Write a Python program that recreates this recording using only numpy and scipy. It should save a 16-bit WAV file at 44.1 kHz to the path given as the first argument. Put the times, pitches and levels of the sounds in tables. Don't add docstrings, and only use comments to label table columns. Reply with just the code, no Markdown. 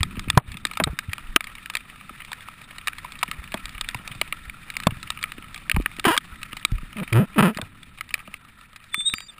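import sys
import numpy as np
from scipy import signal
from scipy.fft import rfft, irfft, next_fast_len
from scipy.io import wavfile
from scipy.ndimage import uniform_filter1d

SR = 44100
rng = np.random.default_rng(int(sys.argv[2]) if len(sys.argv) > 2 else 0)


def volts(x):
    e = np.asarray(x, float) / 20
    return 10 ** e


def output_pcm(signal):
    pcm = np.clip(np.atleast_2d(signal).T, -1, 1) * 32767
    wavfile.write(sys.argv[1], SR, np.round(pcm).astype(np.int16))


N = 414099

# (time [s], level [dB])
HISS = [(0.0, -48.5), (2.12, -48), (3.24, -46), (7.5, -48.5), (7.71, -52), (9.39, -55)]
# (frequency [Hz], width [Hz], level [dB])
HISS_PEAKS = [(630, 440, -36), (998, 26, -7), (1331, 91, 5), (1847, 260, 0.5), (2405, 320, -1.5),
              (2770, 910, -12.5), (3640, 160, -4), (4700, 1200, -30), (5400, 900, -66)]
# (time [s], level [dB])
WIND = [(0, -37.5), (.9, -52.5), (1.3, -50), (1.45, -53.5), (2.8, -54), (3.5, -50), (4.3, -50.5),
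        (4.75, -53.5), (4.85, -46), (5.1, -50), (7.5, -52), (7.65, -51), (8.5, -58), (9.39, -61.5)]
DEEP_DB = 1.5
SELF_NOISE_DB = -63

# (frequency [Hz], level [dB], t60 [s])
HOLLOW = [(420, -19, .015), (650, -2, .024), (820, -5, .018), (990, 0, .022)]
DOOR = [(1265, 0, .024)]
WALLS = [(1680, -5, .013), (1900, -5, .012), (2280, -2, .013), (2460, 0, .011), (2820, -4, .01)]
BRIGHT = [(3350, -3, .009), (3680, -1, .009), (4200, -10, .007), (4700, -11, .008), (5300, -17, .006)]

# (centre time [s], peak [dB], frequency [Hz])
BUFFETS = [(.01, -13, 85), (0.175, -20.5, 199), (0.18, -26, 83), (.278, -21, 198), (.485, -25.5, 63.6),
           (0.514, -30, 81), (0.552, -29.5, 153), (0.933, -24.5, 151), (1.088, -19.5, 90), (1.25, -32, 25),
           (1.299, -26.5, 25), (3.287, -30.5, 190), (3.391, -27, 53), (3.644, -32, 35), (3.757, -31, 40.8),
           (3.825, -32, 27.6), (3.998, -33.5, 203), (4.111, -31, 126), (4.158, -31, 122),
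           (4.478, -30, 54.4), (5.384, -29, 274), (6.325, -32.5, 54.3), (6.821, -29, 27.8),
           (6.833, -28.5, 164), (8.98, -32.5, 203)]
# (centre time [s], peak [dB], frequency [Hz])
THUMPS = [(0.375, 6.5, 137), (.654, -27, 290), (.803, -16, 286), (0.874, -16, 156), (1.3617, -7, 320),
          (2.109, -35.5, 236), (3.547, -20.5, 219), (3.954, -25, 118), (4.8703, -3.5, 182),
          (5.86, -30, 287), (5.988, -29, 298), (6.177, -23.5, 280), (6.533, -31.5, 234),
          (6.651, -26.5, 294), (8.283, -34.5, 196), (9.138, -26.5, 227), (4.216, -28, 352),
          (9.137, -37, 80.4)]
# (centre time [s],
# peak [dB], frequency [Hz])
BUMPS = [(0.29, -21, 84.6), (0.342, -21, 94), (.82, -17, 187), (.841, -25.5, 68), (0.903, -22, 56),
         (4.924, -20.5, 131), (4.97, -31, 104), (5.747, -13.5, 70), (5.77, -10, 160), (5.786, -12, 43.8),
         (5.801, -14, 282), (6.069, -13.5, 170), (6.107, -23, 120), (6.723, -13.5, 108), (6.736, -15, 34.3),
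         (6.754, -21, 59), (7.569, -22.5, 189), (7.63, -27.5, 103), (7.596, -24, 213), (.81, -22, 330),
         (0.831, -23, 170), (.869, -21, 201), (4.89, -13.5, 110)]

# (time [s], peak [dB], hollow knock re peak [dB], bright tick re peak [dB], hollow tilt [dB per octave])
KNOCKS = [(.374, 3.5, 3, 0.5, -0.5), (0.8, -14.5, 5, -21, -4), (0.8742, -31, 7, -19, -17),
          (1.361, 4.5, -16, -8, -18), (2.098, -44, 3, -24, -4), (2.3168, -25.5, 0, 1.5, 49),
          (3.047, -41, 15.5, -22, 43), (3.232, -12.5, -1.5, 3.5, 42), (6.6497, -8, -20, 5.5, -4),
          (4.2135, -11.5, -8.5, -2, 9), (3.541, -18.5, 1, 3.5, -7), (3.9454, -20, -2.5, -2.5, 23),
          (4.869, -9, 9, 4.5, 12), (5.7628, -18, 2.5, -11, 3), (6.042, -18.5, -5, -29, 0),
          (7.1299, -16, -22.5, -1, 3), (7.586, -30.5, 7, -10, -10), (8.277, -44, 7, -22, -2)]
# (time [s], peak [dB], door ring re peak [dB], bright tick re peak [dB])
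LENS_DROPS = [(0.0309, -13, -10.5, 1.5), (0.194, -20.5, -17, -4), (0.7719, -17.5, -5.5, -5.5),
              (1.4064, -12.5, -13.5, -10), (1.7518, -13.5, -12, -6), (1.7687, -20, -16, -2),
              (2.3304, -20.5, -19, -8.5), (2.4853, -30, -2.5, -8), (3.6557, -22, -15.5, 0),
              (3.8877, -17.5, -33, -1.5), (4.7015, -22.5, -16.5, -6.5), (4.7672, -15, -20, -6.5),
              (4.801, -22.5, -12, -7), (4.834, -25, -15, -4), (5.1029, -14.5, -13, -1.5),
              (5.239, -14, -14, -41), (5.6968, -9.5, -26, -11), (5.996, -18, -13.5, -4),
              (6.1762, -9, -12, 1.5), (6.4306, -20.5, -16, -6.5), (8.0089, -21, -8, -8.5),
              (8.1404, -12, -21.5, -8), (8.9434, -12.5, -17, -11), (9.2045, -27, -12, -1.5),
              (9.138, -11, -14.5, -6.5)]
# (time [s], peak [dB], door ring re peak
# [dB], bright tick re peak [dB])
TOP_DROPS = [(0.3005, -9, -14, -2), (0.6515, -11, -15.5, -2), (0.838, -11, -12, 1.5),
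             (0.9886, -15, -18.5, -5.5), (1.1321, -17, -18, -8.5), (1.6587, -24.5, -25, -13),
             (1.699, -20.5, -14, -5.5), (2.8722, -15, -10.5, -4.5), (2.881, -12, -17.5, -10),
             (3.2286, -12, -6, -33), (3.3132, -17, -12, -7), (3.8107, -17, -13, 1.5),
             (4.076, -25.5, -10.5, -1.5), (5.319, -24, -10.5, -6), (6.1653, -20, -3.5, -8),
             (6.5303, -22.5, -10, -12), (7.5721, -21.5, -12, -5), (7.6146, -22, -19, -0.5)]
# (time [s], peak [dB], door ring re peak [dB], bright tick re peak [dB])
MOUNT_DROPS = [(0.7125, -26.5, -6, -9), (1.181, -28.5, -0.5, -12), (2.0936, -32, -1.5, -17),
               (2.16, -38, -26, -16), (2.4067, -35.5, -28, -3), (2.9313, -26.5, -24, -20),
               (3.3294, -43, -14, -15), (4.3247, -16, -15, -28), (4.4968, -23, -22, -18),
               (5.1735, -26.5, -13, -16), (5.2277, -21.5, -24, -1), (5.7145, -10, -20, -18),
               (5.8595, -9.5, -15.5, -39), (6.9292, -29.5, -14, -11), (7.126, -21, -9, -21),
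               (7.547, -29.5, -17, -15), (8.3405, -21.5, -24, -11), (9.1828, -23.5, -20, -23)]
SPOT_HOLLOW_DB = [-25, -24, -25]
DOOR_DB, TICK_DB = 7, 6
# (time [s], peak [dB])
VISOR_SPLATS = [(0.5174, -32), (0.57, -27.5), (0.6675, -28), (0.7345, -30), (1.4416, -26), (1.552, -30.5),
                (2.013, -55), (2.2482, -31.5), (2.7828, -28), (2.983, -28), (3.045, -35.5), (3.12, -29),
                (3.4392, -33), (3.692, -30), (3.91, -35), (5.0285, -26.5), (5.544, -27.5), (5.5772, -34.5),
                (5.821, -36), (5.965, -33.5), (6.5675, -27), (6.596, -37), (6.7168, -35.5), (7.8297, -35),
                (8.0904, -35), (8.7603, -32.5), (9.097, -32)]
# (time [s], peak [dB])
SHELL_SPLATS = [(0.155, -42), (0.168, -34), (0.753, -36), (.797, -39), (0.857, -42), (1.27, -38.5),
                (1.469, -29.5), (1.582, -33.5), (1.736, -41), (1.805, -42), (1.8974, -35), (2.203, -31),
                (3.0575, -38.5), (3.154, -33), (3.5194, -26.5), (3.572, -32.5), (4.906, -23), (4.9699, -36),
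                (5.073, -34), (5.119, -33.5), (5.189, -33), (5.5599, -30.5), (5.745, -29.5), (5.81, -31.5),
                (5.914, -34.5), (6.78, -64), (6.858, -47), (6.968, -29.5), (6.984, -28), (6.999, -28.5),
                (7.032, -30.5), (7.077, -27.5), (7.9847, -35.5), (8.106, -31.5), (8.191, -34),
                (9.004, -32.5)]
# (time [s], peak [dB])
BACK_SPLATS = [(.006, -24.5), (0.283, -29), (0.398, -41), (0.542, -32), (1.094, -35.5), (2.219, -31),
               (2.7084, -37), (2.8123, -34), (3.279, -32), (3.475, -32.5), (3.748, -31.5), (3.78, -25.5),
               (3.8443, -28), (3.898, -35), (3.988, -35), (4.114, -30), (4.276, -32), (4.739, -35),
               (4.7532, -33), (5.381, -35.5), (5.424, -34), (5.483, -38), (5.985, -37), (6.206, -42),
               (6.458, -49), (6.5206, -34), (6.627, -34.5), (7.101, -47), (7.3446, -35), (8.279, -57)]
# (bright tick re peak [dB], spreading time [ms])
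SPLAT_KIND = [(3, 1.9), (-10, 3.2), (-19, 3.2)]

# (time [s], peak [dB], bright tick re peak [dB])
PATTER = [(0.108, -35, -15), (0.155, -28.5, -22), (0.24, -34, -16.0), (0.33, -31, -22.0),
          (0.35, -31.5, -18.0), (0.398, -25, -24), (0.693, -41, -10.0), (0.932, -39, -16),
          (1.034, -46, -16.0), (1.332, -42, -13.0), (1.498, -34.0, -11), (1.567, -40, -16), (1.737, -30, 1),
          (1.958, -35, -7), (2.01, -31, -21), (2.195, -41, -18.0), (2.415, -40, -3), (2.513, -39, -6),
          (2.615, -32.5, -8), (2.676, -45, -9), (2.709, -32, -19), (2.952, -38, -10.0), (3.189, -36.5, 8.5),
          (3.367, -37, -10), (3.681, -33.0, -11.0), (4.15, -30.5, -4), (4.344, -43, -10.0),
          (4.384, -44, -14), (4.824, -31, -12.0), (4.944, -40, -6), (5.212, -32.0, -7), (5.256, -30.5, -11),
          (5.442, -32, -14.0), (5.799, -30, -12), (5.914, -39, -13), (6.359, -41, -13), (6.416, -34, -16),
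          (6.46, -30.5, -24), (6.51, -49, -14.0), (6.782, -29, -15), (6.872, -45, -13), (7.093, -37, -16.0),
          (7.102, -35, -18.0), (7.284, -38.5, -12), (7.331, -36.0, -10.0), (7.651, -39, -10),
          (8.275, -30.5, -17), (8.449, -37.5, -7), (8.731, -36.5, -13.5), (8.802, -41, -18),
          (9.381, -33, -18)]
# (time [s], peak [dB], bright tick re peak [dB])
MORE_PATTER = [(0.29, -42, -22), (.49, -37, -12), (7.975, -36, -14), (7.992, -43, -16), (8.152, -28.5, -14),
               (8.178, -32, -14), (8.201, -32.5, -18), (1.193, -33, -8), (8.611, -37, -1.5), (8.84, -36, -3),
               (3.213, -33, -18), (3.262, -36, -14), (2.151, -45, -14), (2.76, -41, -16), (6.821, -40, -21)]
PATTER_MS = 2
# (time [s], level [dB])
RUNOFF = [(0.38, -14), (.803, -22.5), (.871, -27), (3.544, -33), (4.873, -27), (7.585, -32), (7.618, -35.5)]
RUNOFF_T60_S = 0.073

# (time [s], slip rate [per s], wall swing [dB], rasp [dB])
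WIPES = [
    [(6.0495, 414, -18.5, -9), (6.06, 397, -20.5, -12.5), (6.068, 225, -22, -16), (6.076, 257, -21, -15.5),
     (6.081, 354, -16, -13), (6.097, 330, -20, -14), (6.103, 290, -15.5, -18.5), (6.11, 400, -23.5, -15),
     (6.162, 570, -65, -28)],
    [(6.9597, 210, -30, -58), (6.975, 230, -37, -46), (6.985, 192, -31, -40), (7.005, 225, -29.5, -38),
     (7.015, 164, -27.5, -60), (7.028, 163, -25.5, -34), (7.038, 380, -39, -44)],
    [(7.1205, 120, -21, -46), (7.146, 109, -17, -29), (7.165, 114.5, -9.5, -20.5), (7.195, 129, -2.5, -19),
     (7.203, 212, -4, -23), (7.218, 210, -7.5, -24.5), (7.232, 164, -11, -31.5), (7.256, 250, -34, -40)],
    [(7.358, 315, -31, -38), (7.378, 277, -21, -37), (7.382, 190, -14.5, -16.5), (7.392, 230, -11.5, -12),
     (7.403, 170, -9, -12), (7.411, 140, -8, -11), (7.42, 130, -16, -30)],
    [(7.4225, 176, -7, -3), (7.437, 213, -5, -13.5), (7.455, 179, -5, -9.5), (7.474, 160, -7, -15.5),
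     (7.482, 204, -9, -15), (7.497, 260, -17, -25), (7.505, 208, -18.5, -26.5), (7.535, 230, -41, -62)],
]
# (frequency [Hz], level under fingertip [dB], level under pad [dB], t60 [s])
RASP = [(734, 2.5, -12, 0.015), (1000, 3, -1.5, 0.025), (1304, 0, 4.5, 0.014), (1614, 2.5, -2.5, 0.0093),
        (1865, -8, -4, 0.012), (2476, -2, 0.5, 0.0086), (2915, -3, -12.5, 0.019),
        (4800, -6.5, -7.5, 0.0035)]
LEAN = [.6, -.3, -.02, -.8, -.8]
BACK_SLIP = [0.39, 0.38, 0.61, 0.34, 0.58]
DAMPING = 0.78

# (time [s], frequency [Hz], level [dB])
SQUEAL = [(8.918, 3540, -58), (8.938, 3504, -29.5), (8.97, 3550, -34), (9.005, 3554, -22),
          (9.045, 3560, -41), (9.062, 3730, -19.5), (9.085, 3736, -16), (9.095, 3900, -31),
          (9.135, 3850, -44)]
# (time [s], length [s], start frequency [Hz], end frequency [Hz], level [dB])
GRABS = [(9.09, 0.065, 3610, 3660, -33.5), (9.157, 0.097, 3800, 3760, -50.5),
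         (9.142, 0.054, 4740, 4740, -40), (9.195, 0.067, 4770, 4700, -48), (9.26, 0.019, 4750, 4850, -47.5),
         (9.281, 0.03, 3660, 3470, -40.5), (9.302, 0.039, 4750, 4700, -61)]
GRAB_EDGE, GRAB_EDGE_DB = 0.24, -9

HOLD_HZ = 12000
GATE_DB, GATE_HZ = -40, 1050


def rms_one(x):
    return x / np.sqrt(np.mean(x ** 2) + 1e-20)


def peak_one(rows):
    return rows / np.abs(rows).max(axis=1, keepdims=True)


def band(x, low_hz, high_hz):
    return signal.sosfilt(signal.butter(2, [low_hz, high_hz], "band", fs=SR, output="sos"), x)


def drift(rate, size=N):
    r = np.exp(-2 * np.pi * rate / SR)
    noise = rng.standard_normal(size + SR)
    return rms_one(signal.lfilter([1], [1, -2 * r, r * r], noise)[SR:])


def fader(table):
    s, level_db = np.transpose(table)
    return volts(np.interp(np.arange(N) / SR, s, level_db))


def ring(x, hz, t60):
    r, w = volts(-60 / (t60 * SR)), 2 * np.pi * hz / SR
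    return signal.lfilter([0, np.sin(w)], [1, -2 * r * np.cos(w), r * r], x + 1e-18)


def strike(x, modes):
    return sum(volts(db) * ring(x, hz, t60) for hz, db, t60 in modes)


def glide(rows):
    s, *columns = np.transpose(rows)
    t = np.arange(s[0], min(s[-1], (N - 1) / SR), 1 / SR)
    fade = np.clip(np.minimum(t - t[0], t[-1] - t) / 0.0032, 0, 1)
    return int(s[0] * SR), [np.interp(t, s, c) for c in columns], fade


def place(s, rows):
    out = np.zeros(N + 2 * rows.shape[1])
    start = (s * SR).astype(int) % len(out)
    np.add.at(out, start + np.arange(rows.shape[1]), rows)
    return out[:N]


def splash(s, splash_ms, levels_db, slap_db, tilt_db):
    ms = np.arange(2048) / SR * 1e3
    luck = rng.standard_normal((len(s), len(ms) + 20))
    spread = ms / (splash_ms * volts(1.5 * np.clip(luck[:, -1:], -1.5, 1.5)))
    push = luck[:, :len(ms)] * np.exp(-spread ** 0.78) * np.clip(ms / 0.18, 0, 1)
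    hit = volts(levels_db[0] + slap_db) * peak_one(band(band(push, 1530, 3160), 1390, 3410))
    z = np.exp(-2j * np.pi * np.arange(1025) / 2048)
    # modes, shift of pitch with the spot, top of the band [Hz], tilt
    groups = [(WALLS, .025, 3300, 0), (BRIGHT, .02, 4800, 0), (HOLLOW, .015, 1300, tilt_db), (DOOR, .012, 3000, 0)]
    for level_db, (modes, shift, top_hz, tilt) in zip(levels_db, groups):
        sound = 0
        for k, (hz, db, t60) in enumerate(modes):
            r = volts(-60 / (t60 * SR))
            w = 2 * np.pi * hz / SR * (1 + shift * luck[:, [-2 - k]])
            resonance = (1 - z * z) / (1 - 2 * r * np.cos(w) * z + r * r * z * z)
            rung = irfft(rfft(push) * resonance)
            mode_db = db + tilt * np.log2(hz / 800) + 2 * luck[:, [-10 - k]]
            sound = sound + volts(mode_db) * peak_one(rung)
        hit = hit + volts(level_db) * peak_one(band(sound, max(top_hz / 5, 450), top_hz))
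    return place(s, hit)


def hiss(per_s=250):
    wash, spray_db = 0, 1.8 * drift(40)
    for hz, width, db in HISS_PEAKS:
        r = np.exp(-np.pi * width / SR)
        poles = [1, -2 * r * np.cos(2 * np.pi * hz / SR), r * r]
        peak = signal.lfilter([1, 0, -1], poles, rng.standard_normal(N))
        wash = wash + (1 - r * r) * volts(db + spray_db + 3.95 * drift(35.0)) * peak
    born = (rng.random(N) < per_s / SR) * volts(5.5 * np.minimum(rng.exponential(1, N), 3))
    splashes = signal.lfilter([1], [1, -np.exp(-1 / (0.007 * SR))], born) * rng.standard_normal(N)
    fine_rain = strike(splashes, DOOR + WALLS) + volts(-54.0) * strike(splashes, BRIGHT)
    return fader(HISS) * rms_one(rms_one(wash) + 0.45 * rms_one(fine_rain))


def wind(lumpy_db=-0.5):
    deep = rms_one(band(rng.standard_normal(N), 5.2, 38) * volts(lumpy_db * drift(25)))
    flutter = band(band(rng.standard_normal(N), 56, 262), 62, 263)
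    flutter = rms_one(flutter * volts(lumpy_db * drift(32)))
    return fader(WIND) * (volts(DEEP_DB) * deep + flutter)


def self_noise():
    return volts(SELF_NOISE_DB + 1.5 * drift(25)) * rng.standard_normal(N)


def buffets(rise=0.23, fall=0.86):
    s, peak_db, hz = np.array(BUFFETS + THUMPS + BUMPS).T[:, :, None]
    lead = .04
    turns = (np.arange(6000) / SR - lead) * hz
    shape = np.exp(-np.where(turns < 0, (turns / rise) ** 2, turns / fall))
    phase = rng.uniform(0, 2 * np.pi, s.shape)
    phase[len(BUFFETS):len(BUFFETS + THUMPS)] = -np.pi / 2
    sag = 1 - 0.0098 * np.clip(turns, 0, 5)
    swing = shape * np.sin(2 * np.pi * turns * sag + phase)
    return np.roll(place(s, volts(peak_db) * swing), -int(lead * SR))


def drops():
    rows = [(s, db, hollow_db, tick_db + TICK_DB, 6, door_db + DOOR_DB)
            for table, hollow_db in zip([LENS_DROPS, TOP_DROPS, MOUNT_DROPS], SPOT_HOLLOW_DB)
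            for s, db, door_db, tick_db in table]
    rows += [row + (-7.0,) for row in KNOCKS]
    s, peak_db, hollow_db, bright_db, tilt_db, door_db = np.array(rows).T[:, :, None]
    levels_db = [peak_db, peak_db + bright_db, peak_db + hollow_db, peak_db + door_db]
    near = splash(s, 1.0, levels_db, slap_db=-1.0, tilt_db=tilt_db)
    splats = zip([VISOR_SPLATS, SHELL_SPLATS, BACK_SPLATS], SPLAT_KIND)
    rows = [row + kind for table, kind in splats for row in table]
    s, peak_db, bright_db, splash_ms = np.array(rows).T[:, :, None]
    levels_db = [peak_db, peak_db + bright_db, peak_db - 54.0, peak_db - 8.0]
    far = splash(s, splash_ms, levels_db, slap_db=-0.5, tilt_db=17)
    return near + far


def patter():
    s, peak_db, bright_db = np.array(list(PATTER) + MORE_PATTER).T[:, :, None]
    levels_db = [peak_db, peak_db + bright_db, peak_db - 16.5, peak_db - 4.5]
    return splash(s, PATTER_MS, levels_db, slap_db=-25.0, tilt_db=-2)


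def runoff(lumpy_db=1.0):
    s, level_db = np.array(RUNOFF).T[:, :, None]
    fall_db = -60 * np.arange(4096) / SR / RUNOFF_T60_S
    noise = rng.standard_normal((2, len(s), len(fall_db)))
    low = rms_one(band(band(noise[0], 280, 1460), 300, 1700))
    high = rms_one(band(band(noise[1], 1000, 2600), 1000, 2600))
    gurgle = volts(level_db + fall_db) * (low + volts(fall_db - 2.0) * high)
    return place(s, gurgle) * volts(lumpy_db * drift(150))


def finger():
    out = np.zeros(N)
    for k, (rows, back, lean) in enumerate(zip(WIPES, BACK_SLIP, LEAN)):
        damped = [(hz, pad_db if k else tip_db, t60 * DAMPING) for hz, tip_db, pad_db, t60 in RASP]
        at, (rate, body_db, rasp_db), fade = glide(rows)
        size = len(rate)
        jitter = .04 + .1 * np.clip(rate / 400 - 1, 0, 1)
        turn = np.cumsum(rate * (1 + jitter * drift(120, size=size))) / SR
        main_slip = np.diff(np.floor(turn), prepend=0)
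        far_slip = np.diff(np.floor(turn + .44), prepend=0)
        slip = np.sign(lean) * (main_slip - back * far_slip) * volts(1.8 * rng.standard_normal(size))
        swing = np.interp(turn % 1, [0, .56, 1], [1, -1, 1])
        body = band(swing + 1.0 * swing ** 5 + abs(lean) * swing ** 2, 45, 540)
        grit = .035 * np.maximum(rate / 330, 1) ** 2 * rng.standard_normal(size) * np.exp(-3.5 * (turn % 1))
        scrape = slip + grit
        rasp = band(strike(scrape, damped) + 0.27 * scrape, 800, 6400)
        rasp = band(rasp, 640, 5900 if k == 0 else 4100)
        wipe = np.sign(lean) * volts(body_db) * rms_one(body) + volts(rasp_db) * rms_one(rasp)
        out[at:at + size] += fade * wipe
    return out


def brake():
    out = np.zeros(N)
    edges = [(0, GRAB_EDGE_DB), (GRAB_EDGE, 0), (1 - GRAB_EDGE, 0), (1, GRAB_EDGE_DB)]
    tones = [(SQUEAL, 1)]
    for s, length, hz, end_hz, db in GRABS:
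        rows = [(s + length * part, hz + (end_hz - hz) * part, db + edge_db) for part, edge_db in edges]
        tones.append((rows, 1.6))
    for rows, rough in tones:
        at, (hz, level_db), fade = glide(rows)
        wobble_db = rough * .8 * drift(90, size=len(hz))
        hz = hz + rough * 8 * drift(60, size=len(hz))
        tone = np.sqrt(2) * np.sin(2 * np.pi * np.cumsum(hz) / SR)
        out[at:at + len(hz)] += fade * volts(level_db + wobble_db) * tone
    return out


def scene():
    weather = hiss() + wind() + self_noise() + buffets()
    rain = drops() + patter() + runoff()
    return (weather + rain + finger() + brake())[None]


def duck(x, release_db_s=223.0, attack_s=0.012):
    knee_db, share = -18.0, .75
    ramp = release_db_s * np.arange(N) / SR
    power = signal.lfilter([.008], [1, -.992], x ** 2)
    over_db = np.maximum(10 * np.log10(power + 1e-12) - knee_db, 0)
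    held_db = np.maximum.accumulate(over_db + ramp, axis=1) - ramp
    r = np.exp(-1 / (attack_s * SR))
    return x * volts(-share * signal.lfilter([1 - r], [1, -r], held_db))


def gated(x, side, edge_hz, gate_db):
    part = signal.sosfiltfilt(signal.butter(6, edge_hz, side, fs=SR, output="sos"), x)
    level_db = 10 * np.log10(uniform_filter1d(part ** 2, size=700) + 1e-12)
    return x - part * np.clip((gate_db - level_db) / 4, 0, 1)


def sample_hold(x):
    carrier = 2 * np.cos(2 * np.pi * HOLD_HZ * np.arange(N) / SR)
    mirrored = x + gated(x, "low", GATE_HZ, GATE_DB) * carrier
    size = next_fast_len(N)
    hz = np.arange(size // 2 + 1) * SR / size
    slope = np.sinc(hz / HOLD_HZ) * volts(np.interp(hz, [15050, 15400], [0, -48]))
    return irfft(rfft(mirrored, size) * slope, size)[:, :N]


def low_pass(x):
    return signal.sosfilt(signal.butter(12, 16520, fs=SR, output="sos"), x)


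def record(dry):
    x = signal.sosfilt(signal.butter(10, 5520, fs=SR, output="sos"), duck(dry))
    x = gated(np.clip(x, -.7, .7), "high", 4400, -71)
    mix = np.clip(sample_hold(x), -.72, .72)
    return low_pass(mix)


dry = scene()
out = record(dry)
output_pcm(out)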